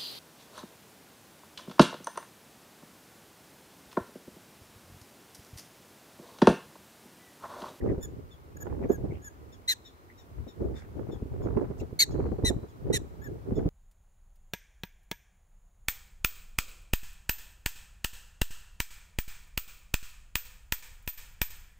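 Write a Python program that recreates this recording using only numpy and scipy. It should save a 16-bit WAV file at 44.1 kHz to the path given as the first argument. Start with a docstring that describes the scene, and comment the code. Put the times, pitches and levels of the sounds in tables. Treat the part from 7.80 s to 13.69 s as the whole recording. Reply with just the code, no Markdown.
"""A windy, open dirt colony of prairie dogs: quiet outdoor air and a soft scuff open the scene.
Gusts soon buffet two microphone ports with rumble, flutter, crackle and dull thumps, and return throughout.
A neighbour with a thin cracking voice barks first, then animals far off, then one close by at its burrow.
Each bark is a short arch of pitch that turns harsh along the way and scatters faintly over the ground."""
import sys
import numpy as np
from scipy import signal
from scipy.fft import rfft, irfft, next_fast_len
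from scipy.io import wavfile
from scipy.ndimage import map_coordinates

SR = 44100
rng = np.random.default_rng(int(sys.argv[2]) if len(sys.argv) > 2 else 0)


def unload_wav(signal):
    """Save mono or channel-first audio to the path in sys.argv[1] as 16-bit WAV at rate SR, clipped to [-1, 1]."""
    wavfile.write(
        sys.argv[1],
        SR,
        np.round(np.clip(np.atleast_2d(signal).T, -1, 1) * 32767).astype(np.int16),
    )


N = 259749  # samples in the scene


def amp(db):
    """Decibels to gain."""
    return 10 ** (np.asarray(db) / 20)


def unit(x):
    """Scale to an average (rms) strength of 1."""
    return x / np.sqrt(np.mean(x ** 2) + 1e-20)


def along(points, hz):
    """Read a curve of (frequency, value) points on a log-frequency axis."""
    f, v = np.transpose(points)
    return np.interp(np.log(hz + 1), np.log(f + 1), v)


def curves(rows, at):
    """Read each column after the first at the given places."""
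    places, *columns = np.transpose(rows)
    return [np.interp(at, places, column) for column in columns]


def wobble(rate, n):
    """A smooth random curve through `rate` random points a second."""
    knots = rng.standard_normal(int(n * rate / SR) + 4)
    return map_coordinates(knots, [np.arange(n) * rate / SR + 1], mode="nearest")


def filtered(x, response):
    """Reshape a sound's spectrum by a function of frequency."""
    n = x.shape[-1]
    padded = next_fast_len(n + 4096)
    hz = np.fft.rfftfreq(padded, 1 / SR)
    return irfft(rfft(x, padded) * response(hz), padded)[..., :n]


def noise(spectrum):
    """Steady noise of rms 1, unrelated at the two ports."""
    return unit(filtered(rng.standard_normal((2, N)), lambda hz: amp(along(spectrum, hz))))


def panned(pan_db):
    """Left and right gains of mean power 1; positive means louder on the left."""
    gains = amp(np.array([[.5], [-.5]]) * pan_db)
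    return gains / np.sqrt(np.mean(gains ** 2, axis=0))


def bump(hz, centre_hz, octaves):
    """A bell-shaped rise around one frequency, on a log axis."""
    return np.exp(-.5 * (np.log2((hz + 1) / centre_hz) / octaves) ** 2)


def add(track, s, sound):
    """Mix a sound into the track at time s."""
    start = max(round(s * SR), 0)
    track[:, start:start + sound.shape[1]] += sound[:, :N - start]


# Tone of the quiet air: (frequency [Hz], relative level [dB])
AIR_TONE = [(18, -45), (30, -6.5), (85, -3.5), (173, -19.5), (299, -8), (639, -19), (728, -20.5),
            (971, -22), (1510, -28), (1640, -30), (2070, -29), (2620, -32.5), (3590, -36), (9440, -42.5),
            (15500, -38.5)]
# How much the ports differ: (frequency [Hz], difference over sum [dB])
AIR_WIDTH = [(60, -4), (110, -2), (200, -9), (380, -11), (700, 0), (1290, 8.5), (2380, -2), (4400, 0),
             (8120, 1), (15000, -0.5)]


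def air():
    """The quiet outdoor floor: noise partly shared by both ports."""
    mid, side = noise(AIR_TONE)
    side = filtered(side, lambda hz: amp(along(AIR_WIDTH, hz)))
    return amp(-57.5) * np.array([mid + side, mid - side])


# Soft rubs: (time [s], length [s], level before the fades [dB], centre [Hz], width [octaves])
SCUFFS = [(0, 0.038, -57.5, 1860, 0.15), (0.055, 0.08, -55, 1860, 0.23), (1.021, 0.046, -53.5, 2030, 0.24),
          (1.303, .03, -57, 2150, 0.096), (1.316, 0.081, -62.5, 2400, 0.28),
          (2.277, 0.063, -60, 2000, 0.12), (2.918, 0.17, -59, 1690, 0.38), (2.935, 0.11, -64, 4960, 0.58),
          (3.972, 0.054, -62, 6200, 0.35)]


def scuffs():
    """Brief soft rubs: uneven noise around one pitch that swells and fades."""
    out = np.zeros((2, N))
    for s, length, db, centre_hz, octaves in SCUFFS:
        n = int(length * SR)
        grit = rng.standard_normal((2, n)) * amp(3 * wobble(250, n))
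        rub = unit(filtered(grit, lambda hz: bump(hz, centre_hz, octaves)))
        add(out, s, amp(db) * rub * signal.windows.tukey(n, .8))
    return out


STIFF_DB = -35  # strength of a typical gust
FLUTTER_DB, FLUTTER_GROWS = -37.5, 1.29  # level in a typical gust, dB gained per dB of strength
CRACKLE_DB, CRACKLE_GROWS = -56.5, 0.83  # level in a typical gust, dB gained per dB of flutter


def flutter_of(strength_db):
    """The stronger the wind, the more it flutters."""
    return amp(FLUTTER_DB + FLUTTER_GROWS * (strength_db - STIFF_DB))


def crackle_of(flutter):
    """The harder the flutter, the more it crackles."""
    return amp(CRACKLE_DB) * (flutter / amp(FLUTTER_DB)) ** CRACKLE_GROWS


def lumps(depth_db, rate):
    """Turbulent swells of mean power 1, different at each port."""
    return unit(amp(depth_db * np.tanh([wobble(rate, N), wobble(rate, N)])))


# Wind between gusts, before a random wobble: (time [s], strength [dB])
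BREEZE = [(0, -49), (.6, -57), (1, -35.5), (1.48, -58), (1.7, -50.5), (2.1, -63), (2.38, -59.5),
          (2.55, -49), (2.75, -56), (3.2, -45), (4.2, -47), (4.95, -51), (5.3, -47.5), (5.89, -46.5)]
# Gusts: (time of full strength [s], hold [s], strength [dB], flutter boost [dB],
#         crackle boost [dB], left over right [dB])
GUSTS = [(0.046, 0.074, -30.5, 3, -2.5, -2.5), (0.244, 0.16, -41.5, -2.5, -11, -0.5),
         (0.854, 0.11, -42, 6.5, 7.5, -5), (1.028, 0.086, -39, 5.5, 0, 1),
         (1.192, 0.14, -33, -5.5, -3, 1.5), (2.585, 0.018, -35.5, -11.5, 4, 6),
         (2.817, 0.076, -34.5, 4.5, -5, -3), (2.929, .1, -45.5, -16, 16.5, -3),
         (3.155, 0.2, -41, 0.5, 3, 4), (3.52, 0.083, -36, -2.5, -2, -1), (3.634, 0.21, -37, 3, 4.5, -0.5),
         (3.895, 0.14, -39.5, -2, 2, 0.5), (4.307, 0.23, -33, -2.5, 2, -3),
         (4.625, .14, -32.5, -3.5, -3, -2), (5.056, 0.079, -30, -3, -0.5, -3.5),
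         (5.151, 0.074, -34, -7, -2, 2), (5.36, 0.042, -40.5, -9.5, -8, -18),
         (5.485, 0.046, -36.5, -2.5, -20, -2), (5.687, 0.041, -33.5, -1.5, -1.5, -3),
         (5.766, 0.13, -28.5, -5.5, -6.5, -2.5)]
GUST_RISE_DB_PER_S, GUST_FALL_DB_PER_S = 323.5, 191.5


def gusts(t):
    """Each gust rises, holds and dies over the breeze: gains of rumble, flutter and crackle."""
    breeze_db = curves(BREEZE, t)[0] + 1.4 * wobble(7.2, N)
    # add powers here, and return to gains at the end
    rumble, flutter = amp(breeze_db) ** 2, flutter_of(breeze_db) ** 2
    crackle = crackle_of(flutter_of(breeze_db)) ** 2
    for s, hold, db, flutter_db, crackle_db, pan_db in GUSTS:
        rise_db = GUST_RISE_DB_PER_S * np.maximum(s - t, 0)
        fall_db = GUST_FALL_DB_PER_S * np.maximum(t - s - hold, 0)
        strength_db = db - rise_db - fall_db
        churn = amp(flutter_db) * flutter_of(strength_db)
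        ports = panned(pan_db) ** 2
        rumble = rumble + ports * amp(strength_db) ** 2
        flutter = flutter + ports * churn ** 2
        crackle = crackle + ports * (amp(crackle_db) * crackle_of(churn)) ** 2
    return np.sqrt(rumble), np.sqrt(flutter), np.sqrt(crackle)


# Single eddies striking a port: (time [s], thump peak before softening [dB],
#         peak strength of flutter in the wake [dB], left over right [dB])
EDDIES = [(0.025, -26, -38, 5), (.056, -36, -31, -8), (0.111, -18, -39, 21), (0.179, -22, -37.5, -2),
          (0.276, -32, -64, 10), (0.838, -44, -47, 0), (1.001, -33, -33, -2), (1.045, -21.5, -30.5, 2),
          (1.096, -35, -20, -8.5), (1.181, -26, -43, -8), (1.237, -24, -29, -5), (2.665, -38, -41.5, 3),
          (2.818, -29, -35.5, 10), (3.188, -39, -33, -24), (3.287, -28, -35.5, -1), (3.33, -32, -48, 8),
          (3.421, -22, -46, -0.5), (3.455, -29, -43.5, -9), (3.587, -44, -45, -17), (3.651, -21, -30, -6),
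          (3.765, -17.5, -23, -7.5), (3.811, -30, -27, -24), (3.902, -23, -35.5, -6.5), (4.01, -25, -33, 3),
          (4.126, -25.5, -63, -10), (4.341, -21, -29, -6.5), (4.389, -17.5, -28.5, 0.5),
          (4.453, -25, -29.5, 5), (4.514, -25.5, -28.5, 6), (4.584, -25.5, -32.5, -2),
          (4.637, -14.5, -30, -2.5), (4.698, -22, -24.5, -5.5), (4.764, -20, -48, 6.5),
          (4.829, -31, -38, 0), (5.098, -22, -24, -2.5), (5.699, -31, -37.5, -1), (5.72, -20, -54, 3.5),
          (5.776, -23.5, -24, -2.5), (5.857, -13, -31.5, -3)]


def wakes(peak_s=0.0082):
    """Each eddy drags a short burst of flutter behind it: these are the bursts' gains."""
    out = np.zeros((2, N))
    u = np.arange(SR // 10) / SR / peak_s
    for s, _, wake_db, pan_db in EDDIES:
        add(out, s, amp(wake_db) * panned(pan_db) * u * np.exp(1 - u))
    return out


# Tones of the wind, each: (frequency [Hz], relative level [dB])
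RUMBLE_TONE = [(15, -31), (35, -3.5), (65, 2.5), (110, -1), (170, -7), (260, -19), (500, -53), (1000, -90)]
FLUTTER_TONE = [(70, -38.5), (150, -9.5), (230, -2), (400, 2.5), (520, -7), (750, -17), (1100, -39.5),
                (2200, -61.5), (6000, -57), (15000, -80.5)]
CRACKLE_TONE = [(400, -27), (800, 12), (1200, 2.5), (2000, -8.5), (3000, -24), (6000, -44.5),
                (15000, -48.5)]


def wind():
    """Gusts press on the ports: a slow rumble, a ragged flutter, and crackle on the flutter's crests."""
    push, churn, spit = gusts(np.arange(N) / SR)
    wake = wakes()
    rumble = push * amp(-0.5) * noise(RUMBLE_TONE) * lumps(depth_db=4.5, rate=38)
    swell = lumps(depth_db=3.5, rate=60) * lumps(depth_db=6.5, rate=220)
    flutter_gain = np.hypot(churn * swell, wake * lumps(depth_db=2, rate=220))
    flutter = flutter_gain * noise(FLUTTER_TONE)
    crackle_gain = np.hypot(spit, crackle_of(wake))
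    crests = unit(swell * lumps(depth_db=12.5, rate=410))
    crackle = crackle_gain * noise(CRACKLE_TONE) * crests
    return rumble + flutter + crackle


def eddies(width_s=0.0019, swirl=0.4, soft_hz=650):
    """A passing eddy pushes, then sucks at the port: one dull thump."""
    out = np.zeros((2, N))
    t = np.arange(SR // 20) / SR
    for s, db, _, pan_db in EDDIES:
        # eddies vary in size around the typical width
        u = t / (width_s * np.exp(0.21 * rng.standard_normal()))
        push_and_suck = u * (2 - u) * np.exp(-u)
        thump = push_and_suck + swirl * u * np.exp(-u / 2) * wobble(947, len(t))
        add(out, s, amp(db) * panned(pan_db) * thump / np.abs(thump).max())
    return filtered(out, lambda hz: 1 / (1 + 1j * hz / soft_hz) ** 2)


def voice(progress, pitch_hz, ratio, harsh, rough, jitter, smear_hz, clean_partials, rasp):
    """Vocal folds buzz at the pitch; when pushed they shake and their upper partials break into a rasp."""
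    n = len(progress)
    k = np.arange(1, 9)[:, None]  # partial numbers
    chaos = np.clip(rough * harsh, .08, 1)
    pitch = pitch_hz * ratio * (1 + jitter * chaos * wobble(700, n))
    # the lowest partials stay nearly locked to the pitch, the higher ones wander on their own
    loose_hz = smear_hz * chaos / (1 + np.exp(2 * (clean_partials - k)))
    partials_hz = k * pitch + loose_hz * [wobble(1200, n) for _ in k]
    phase = 2 * np.pi * np.cumsum(partials_hz, axis=1) / SR
    folds = np.cos(phase).sum(axis=0) * amp(2 * chaos * wobble(600, n))
    # air escapes in one puff per cycle
    puffs = rasp * (chaos + 0.31) * (1 + np.cos(phase[0])) * rng.standard_normal((2, n))
    return folds + puffs


def barks(table, course, throat, port_phase, **manner):
    """Each bark sweeps an arch of pitch, is coloured by throat and mouth, and reaches both ports."""
    out = np.zeros((2, N))
    for s, length, pitch_hz, arch, db, swell_db, rough, second_db, tilt_db, top_db, pan_db in table:
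        n = int(length * SR)
        progress = np.linspace(0, 1, n)
        ratio, effort_db, harsh = curves(course, progress)
        buzz = voice(progress, pitch_hz, ratio ** arch, harsh, rough, **manner)
        loudness = amp(effort_db + swell_db * progress) * signal.windows.tukey(n, .06)
        source = np.pad(buzz * loudness, ((0, 0), (0, n // 4)))  # room for the throat to ring

        def response(hz):
            # mouth opening and head turn recolour each bark
            mouth_db = second_db * bump(hz, 2 * pitch_hz, 0.18) + top_db * bump(hz, 13000, 0.082)
            colour_db = along(throat, hz) + mouth_db + tilt_db * np.log2((hz + 1) / pitch_hz)
            ports = np.exp(np.outer([.5, -.5], 1j * along(port_phase, hz)))
            # the left port hears more of the low partials, the right more of the treble
            shade_db = along([(2000, 5.0), (4500, 1.5), (8000, -2.0)], hz)
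            return amp(colour_db) * ports * panned(pan_db + shade_db)

        add(out, s, amp(db - 3.0) * unit(filtered(source, response)))
    return out


# Neighbour's barks: (time [s], length [s], pitch [Hz], depth of the pitch arch [power of its ratio],
#         level before a shared 3 dB cut [dB], swell over the bark [dB], roughness [0-1],
#         second harmonic boost [dB], treble tilt [dB per octave], boost near 13 kHz [dB],
#         left over right before the shared port shading [dB])
NEIGHBOUR_BARKS = [(.208, 0.053, 1774, 0.53, -45, 10.5, 0.89, 12.5, 3.5, -16, 0.5),
                   (.767, 0.0094, 1710, 0.39, -48, -2, .3, -16, 0, 0, 0),
                   (.786, 0.048, 1728, 0.46, -46, 33, 1, -4, 0.5, 5, 0),
                   (1.088, 0.08, 1716, 1.11, -47.5, 0, 0.96, 2, -1.5, 9.5, 0),
                   (1.418, 0.072, 1738, 0.88, -47, 13.5, .3, 1, 0.5, -15, -1),
                   (5.416, 0.067, 1780, 1.27, -47.5, -1.5, 0.16, 4, -5, 11, 2)]
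# A bark whose pitch cracks upward: (share of its length [0-1], pitch ratio, effort [dB], harshness [0-1])
CRACKED_COURSE = [(0, .94, -12, .1), (.1, .965, -6, .1), (.35, .98, -6, .15), (.38, 1.035, 4, .9),
                  (.53, 1.005, 2, .9), (.68, .98, -1, .3), (.9, .945, -2, .2), (1, .9, -16, .3)]
# The thin voice as it arrives: (frequency [Hz], level [dB])
THIN_THROAT = [(700, -7), (1650, 6), (2600, -35.5), (3550, -18), (4400, -55), (5400, -9), (6200, 0),
               (6850, 0.5), (8200, -24), (10500, -8.5), (13000, -10), (15500, -10.5)]
# Lead of the left port for neighbour and far animals: (frequency [Hz], phase [radians])
COLONY_PHASE = [(1700, 3), (3500, 1), (5300, 2), (6900, 0), (13000, 5)]


def neighbour_barks():
    """A thin voice whose pitch jumps up as the folds crack."""
    return barks(NEIGHBOUR_BARKS, CRACKED_COURSE, THIN_THROAT, COLONY_PHASE,
                 jitter=.01, smear_hz=1300, clean_partials=5.3, rasp=.7)


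# Far barks: (time [s], length [s], pitch [Hz], depth of the pitch arch [power of its ratio],
#         level before the 3 dB cut [dB], second harmonic boost [dB], left over right before shading [dB])
FAR_BARKS = [(.503, .055, 1777, .7, -61, 12, 2), (1.718, 0.042, 1802, 0.87, -60, 0.5, 3),
             (2.042, 0.057, 1870, .7, -53.5, 8.5, 2), (2.37, 0.061, 1900, .6, -61.5, 0.5, 3),
             (2.672, 0.05, 1878, .6, -57.5, 6, 2), (2.947, 0.06, 1807, 0.53, -58, 12, 7),
             (3.308, .055, 1797, .8, -59.5, 7, 4.5), (3.618, 0.051, 1754, 0.92, -65.5, -4.5, 3),
             (3.995, .027, 2760, 3.4, -54, -12, 2), (4.302, .048, 1733, 0.94, -62, -9, 1),
             (4.878, .05, 1744, 0.99, -70, 1, 5.5), (5.747, 0.053, 1770, .5, -60.5, 0, 3.5)]
# Course of a far bark: (share of its length [0-1], pitch ratio, effort [dB], harshness [0-1])
FAR_COURSE = [(0, .95, -13.5, 0.31), (0.198, .995, 10.5, .5), (.42, 1, 12, 0.88), (.7, 0.92, 7.5, .7),
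              (1, .88, -5, 0.89)]
# The far voices as they arrive: (frequency [Hz], level [dB])
FAR_THROAT = [(700, -35.5), (1800, -4), (2700, -2), (3600, 0.5), (4600, -8.5), (5400, -1.5), (7000, -0.5),
              (8500, -42), (14000, -14)]


def far_barks(swell_db=1, rough=0.78, tilt_db=0, top_db=0):
    """Faint barks of far animals, all with the same swell, roughness and tilt."""
    calls = []
    for s, length, pitch_hz, arch, db, second_db, pan_db in FAR_BARKS:
        calls.append((s, length, pitch_hz, arch, db, swell_db, rough, second_db, tilt_db, top_db, pan_db))
    return barks(calls, FAR_COURSE, FAR_THROAT, COLONY_PHASE,
                 jitter=.015, smear_hz=550, clean_partials=3.3, rasp=.7)


# Close barks: same columns and units as NEIGHBOUR_BARKS, from (time [s], length [s], pitch [Hz], ...
NEAR_BARKS = [(1.876, 0.065, 2042, 1.17, -24, -2, 0.92, 7.5, 1, -3, -1),
              (4.190, .056, 2230, 1.1, -18, -8, 0.9, 10.5, 1.85, -2, -0.5),
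              (4.645, 0.061, 2004, 0.81, -26, -3, 0.3, 4.5, 2, -16, -1),
              (5.126, .055, 1978, 0.82, -28.5, 2, .7, 0, 2, -12, -3.5)]
# Course of a close bark: (share of its length [0-1], pitch ratio, effort [dB], harshness [0-1])
NEAR_COURSE = [(0, .92, -24, .15), (.07, .97, -7, .15), (.2, .995, -2, .6), (.36, 1, 0, 1),
               (.55, .975, -1, .9), (.78, .905, -1, .5), (.9, .83, -8, .55), (1, .73, -19, .75)]
# The close voice as it arrives: (frequency [Hz], level [dB])
NEAR_THROAT = [(500, -11.5), (1200, -20), (1700, 2.5), (2250, 0), (2700, -0.5), (3300, -3.5), (4100, 6),
               (4900, -12), (5700, -3), (7200, 3.5), (8600, -11), (9900, -7), (11400, -23.5), (13000, 0.5),
               (14200, -16), (15000, -42)]
# Lead of the left port for the close animal: (frequency [Hz], phase [radians])
NEAR_PHASE = [(2000, 1.43), (4000, 4.56), (6000, 7.2), (7400, 9), (9700, 11.8), (13000, 13.5)]


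def near_barks():
    """The close animal at its burrow: a full voice with a strong rasp of escaping air."""
    return barks(NEAR_BARKS, NEAR_COURSE, NEAR_THROAT, NEAR_PHASE,
                 jitter=.022, smear_hz=900, clean_partials=3, rasp=1.15)


# Echo decay, multiplied by t60_share below: (frequency [Hz], time to fall 60 dB at share 1 [s])
GROUND = [(1000, 0.59), (4200, 0.85), (8000, 1), (14000, 0.1)]


def scatter(x, t60_share):
    """Mounds and distant walls return a diffuse tail whose highest treble dies first."""
    hz, t, z = signal.stft(rng.standard_normal((2, SR // 2)), SR, nperseg=256)
    t60 = t60_share * along(GROUND, hz)[:, None]
    tail = signal.istft(z * amp(-60 * t / t60), SR, nperseg=256)[1]
    return signal.fftconvolve(x, tail / np.linalg.norm(tail[0]), axes=1)[:, :N]


def scene():
    """Three distances of barking and their echoes, in the wind."""
    weather = air() + scuffs() + wind() + eddies()
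    neighbour, far, near = neighbour_barks(), far_barks(), near_barks()
    voices = neighbour + far + near
    close_echo = scatter(amp(-26) * near + amp(-17) * neighbour + amp(-10) * far, t60_share=.22)
    distant_echo = scatter(amp(-41) * voices, t60_share=1.4)
    return weather + voices + close_echo + distant_echo


def record(dry, low_cut_hz=36, top_hz=15700):
    """The deepest bass is thinned and nothing is kept from the upper band limit on."""
    return filtered(dry, lambda hz: hz ** 2 / np.hypot(hz ** 2, low_cut_hz ** 2) * (hz < top_hz))


dry = scene()
out = record(dry)
unload_wav(out)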